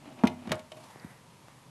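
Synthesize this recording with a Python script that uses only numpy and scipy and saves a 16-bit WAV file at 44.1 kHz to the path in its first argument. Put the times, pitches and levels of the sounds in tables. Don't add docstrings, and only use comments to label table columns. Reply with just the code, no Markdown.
import sys
import numpy as np
from scipy import signal
from scipy.fft import rfft, irfft
from scipy.io import wavfile

SR = 44100
rng = np.random.default_rng(int(sys.argv[2]) if len(sys.argv) > 2 else 0)


def generate_wav(signal):
    frames = np.transpose(np.atleast_2d(signal))
    scaled = np.clip(frames, -1, 1) * 32767
    pcm = np.round(scaled).astype(np.int16)
    wavfile.write(sys.argv[1], SR, pcm)


N = 74970
T = np.arange(N) / SR


def undb(db):
    return 10 ** (np.asarray(db) / 20)


def unit(x):
    return x / np.sqrt(np.mean(x ** 2))


def gains(spectrum, hz):
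    f, db = np.array(spectrum, float).T
    return undb(np.interp(np.log(hz + 1), np.log(f), db))


def noise(spectrum):
    return unit(irfft(rfft(rng.standard_normal(N)) * gains(spectrum, np.fft.rfftfreq(N, 1 / SR)), N))


def decay(t60):
    return np.exp(-np.log(1000) * T / t60)


def at(start, x):
    return np.concatenate([np.zeros(int(max(start, 0) * SR)), x])[:N]


def ring(modes):
    return sum(undb(db) * decay(t60) * np.sin(2 * np.pi * hz * T) for hz, db, t60 in modes)


# f/Hz, level/dB
AIR_SPECTRUM = [(20, -17.5), (45, -22.5), (75, -17.5), (100, -5), (140, 1.5), (250, -9.5), (450, -13),
                (750, -16), (970, -10), (1400, -20), (2500, -21), (5000, -25.5), (12000, -29.5)]

def ventilation():
    return undb(-55.5) * noise(AIR_SPECTRUM)


# f/Hz, level/dB
ROOM_SPECTRUM = [(60, -12), (200, -7), (800, 5), (2500, -5.5), (5000, -9.5), (12000, -12)]

def reverberation(x):
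    tail = rng.standard_normal(N) * decay(t60=.27)
    tail /= np.sqrt(np.sum(tail ** 2))
    colour = gains(ROOM_SPECTRUM, np.fft.rfftfreq(2 * N, 1 / SR))
    tail = irfft(rfft(tail, 2 * N) * colour)[:N]
    return undb(-11) * signal.fftconvolve(x, at(.012, tail))[:N]


# t/s, duration/s, level/dB
GRINDS = [(.0, 0.17, -49.5), (.16, 0.087, -46.5), (.35, 0.23, -49.5), (.74, 0.13, -58.5)]
SLIDES = [(.7, 0.29, -55)]
RUSTLES = [(.84, 0.4, -56), (1.42, 0.25, -66)]
# f/Hz, level/dB
GRIND_SPECTRUM = [(50, -17), (100, -8), (190, -12), (245, 13), (320, 5.5), (450, -7.5), (650, 2.5),
                  (1000, -5), (1500, -12.5), (2700, -11.5), (5000, -25.5), (12000, -56)]
SLIDE_SPECTRUM = [(100, -15), (500, 3), (700, 10.5), (1000, 10.5), (1500, -5), (3000, -3.5), (6000, -7.5),
                  (12000, -11.5)]
RUSTLE_SPECTRUM = [(60, -16), (150, -8), (500, 6), (1000, 5.5), (1400, 2), (1950, 7.5), (3000, -14),
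                   (7000, -15.5), (12000, -10.5)]

def friction(strokes, spectrum, catch_hz, uneven_db):
    grip = np.interp(T * catch_hz, np.arange(N), rng.standard_normal(N))
    envelope = sum(undb(db) * np.sin(np.pi * np.clip((T - start) / duration, 0, 1))
                   for start, duration, db in strokes)
    return unit(noise(spectrum) * undb(uneven_db * grip)) * envelope


def thud(hz, peak_s):
    return (T / peak_s * np.exp(1 - T / peak_s)) ** 2 * np.sin(2 * np.pi * hz * T)


# t/s, f/Hz, thud level/dB, time to peak/s, click level/dB
KNOCKS = [(0.959, 230, -40.5, 0.0013, -43), (1.0459, 195, -30.5, 0.0024, -42),
          (1.056, 93.5, -37.5, 0.0032, -71), (1.484, 400, -51, 0.00051, -42.5)]
# f/Hz, level/dB
CLICK_SPECTRUM = [(100, -21), (500, 11.5), (1200, 3.5), (2500, -20), (12000, -25)]

def knocks():
    out = 0
    for start, hz, thud_db, peak_s, click_db in KNOCKS:
        click = noise(CLICK_SPECTRUM) * np.exp(-T / .0019)
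        out += at(start, undb(thud_db) * thud(hz, peak_s) + undb(click_db) * click)
    return out


# t/s, level/dB
SNAPS = [(0.3, -46), (0.5553, -36.5)]

def grit():
    spectrum = [(500, -20), (3000, 6), (5500, 1), (12000, -5)]  # f/Hz, level/dB
    return sum(at(start, undb(db) * noise(spectrum) * np.exp(-T / .0008)) for start, db in SNAPS)


# t/s, f/Hz, level/dB, T60/s
TINKLES = [(.719, 3096, -41, 0.033), (0.9986, 4780, -44.5, 0.009)]

def tinkles():
    return sum(at(start, ring([mode])) for start, *mode in TINKLES)


# f/Hz, level/dB re thud, T60/s
TABLE_MODES = [(92.6, -33.5, 0.86), (157.9, -31, 0.52), (214, -27, 0.35), (244.1, -32, 0.91)]

def table_top(hz, peak_s=.0055):
    return thud(hz, peak_s) + ring(TABLE_MODES) * (1 - np.exp(-T / peak_s))


CLATTER_HZ = [200, 1300, 2200, 8000]

def clatter(levels):
    f = np.fft.rfftfreq(N, 1 / SR)
    white = rfft(rng.standard_normal(N))
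    out = 0
    for hz in 90 * 2 ** (np.arange(15) / 2):
        envelope = decay(t60=.049 * (hz / 1000) ** -.21)
        band = irfft(white * (abs(np.log2((f + 1) / hz)) < 1 / 4), N) * envelope
        band *= np.sqrt(np.sum(envelope ** 2) / np.sum(band ** 2))
        out += band * gains(list(zip(CLATTER_HZ, levels)), hz)
    return out


def steel(freqs, levels, t60s):
    lags = rng.random(len(freqs))
    return sum(at(lag / hz, ring([(hz, db, t60)])) for hz, db, t60, lag in zip(freqs, levels, t60s, lags))


RIM_HZ = [1891, 2096, 2214, 2374, 2540, 2896, 3130, 3530, 3720, 4060, 5250, 5970]
RIM_EDGE_DB = [-17, -1.5, -14, -2.5, -2, -3.5, -7, -10, -11, -11, -11.5, -12.5]
RIM_BASE_DB = [-9.5, -24, -3.5, -4, -8.5, -4, -15, -17, -6, -10, -12.5, -23]

def foot_rim(on_edge):
    return steel(RIM_HZ, RIM_EDGE_DB if on_edge else RIM_BASE_DB, t60s=[.057] * len(RIM_HZ))


SHELL_HZ = [349, 492, 622.5, 700, 742, 806, 908, 953, 1106, 1160, 1320]
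SHELL_EDGE_DB = [-4, -26, -2.5, -6, -14, -9, -13, -2, -17, -13.5, -10]
SHELL_BASE_DB = [-11, -17.5, 1.5, -10, -19, -31, -10.5, -37, -9.5, -20, -23]
SHELL_T60_S = [.3, .2, .2, .27, .2, .2, .22, .21, .14, .13, .13]

def shell(on_edge):
    if on_edge:
        return steel(SHELL_HZ, SHELL_EDGE_DB, SHELL_T60_S)
    return steel(SHELL_HZ, SHELL_BASE_DB, .68 * np.array(SHELL_T60_S))


# t/s, rise time/s, thud f/Hz, thud level/dB, shell level/dB,
# clatter level/dB in the bass, middle, presence and treble
CONTACTS = [ (.074, 0.018, 288, -41, -58, -62, -61, -58, -68),
            (0.183, .012, 241, -46, -47.5, -66, -53, -45.5, -88),
            (0.2363, 0.00049, 235, -8, -28.5, -30.5, -23.5, -43.5, -55),
            (0.252, 0.0013, 335, -47, -55, -53, -41, -45, -53.5),
            (0.27, 0.0032, 249, -50, -51, -44.5, -51, -30.5, -38.5),
            (.471, 0.0038, 230, -31.5, -45.5, -42, -46.5, -50, -55.5),
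            (0.491, 0.0055, 312, -43, -51, -42.5, -47, -44, -52),
            (0.507, .002, 195.5, -27, -49, -40, -43.5, -48, -68),
            (.518, 0.00024, 145, -28.5, -26, -33, -31, -29, -37),
            (.540, 0.0083, 110, -38.5, -65, -40.5, -40, -48, -51),
            (.593, 0.0014, 130, -56, -66, -49.5, -75, -52, -55),
            (.718, 0.00073, 193, -62, -43, -62, -64, -48, -56),
            (.767, 0.002, 176, -55, -50, -53, -60, -59, -60)]

def tank(rocks_over_s=.4):
    out = 0
    for start, rise_s, hz, thud_db, shell_db, bass_db, middle_db, presence_db, treble_db in CONTACTS:
        on_edge = start < rocks_over_s
        metal = undb(shell_db) * shell(on_edge) + undb(presence_db) * foot_rim(on_edge)
        foot = clatter([bass_db, middle_db, presence_db, treble_db])
        attack = np.minimum(T / rise_s, 1)
        out += at(start, undb(thud_db) * table_top(hz) + (metal + foot) * attack)
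    return out


def scene():
    bass_cut = signal.butter(4, 92, "high", fs=SR, output="sos")
    impacts = signal.sosfilt(bass_cut, tank() + tinkles() + knocks() + grit())
    foot = friction(GRINDS, GRIND_SPECTRUM, catch_hz=119.8, uneven_db=2.2)
    hands = friction(SLIDES, SLIDE_SPECTRUM, catch_hz=89.3, uneven_db=2.5)
    sleeves = friction(RUSTLES, RUSTLE_SPECTRUM, catch_hz=59.5, uneven_db=2.0)
    return (impacts + reverberation(impacts) + foot + hands + sleeves + ventilation())[None]


def record(dry):
    return signal.sosfilt(signal.ellip(12, .2, 80, 12050, fs=SR, output="sos"), dry)


dry = scene()
out = record(dry)
generate_wav(out)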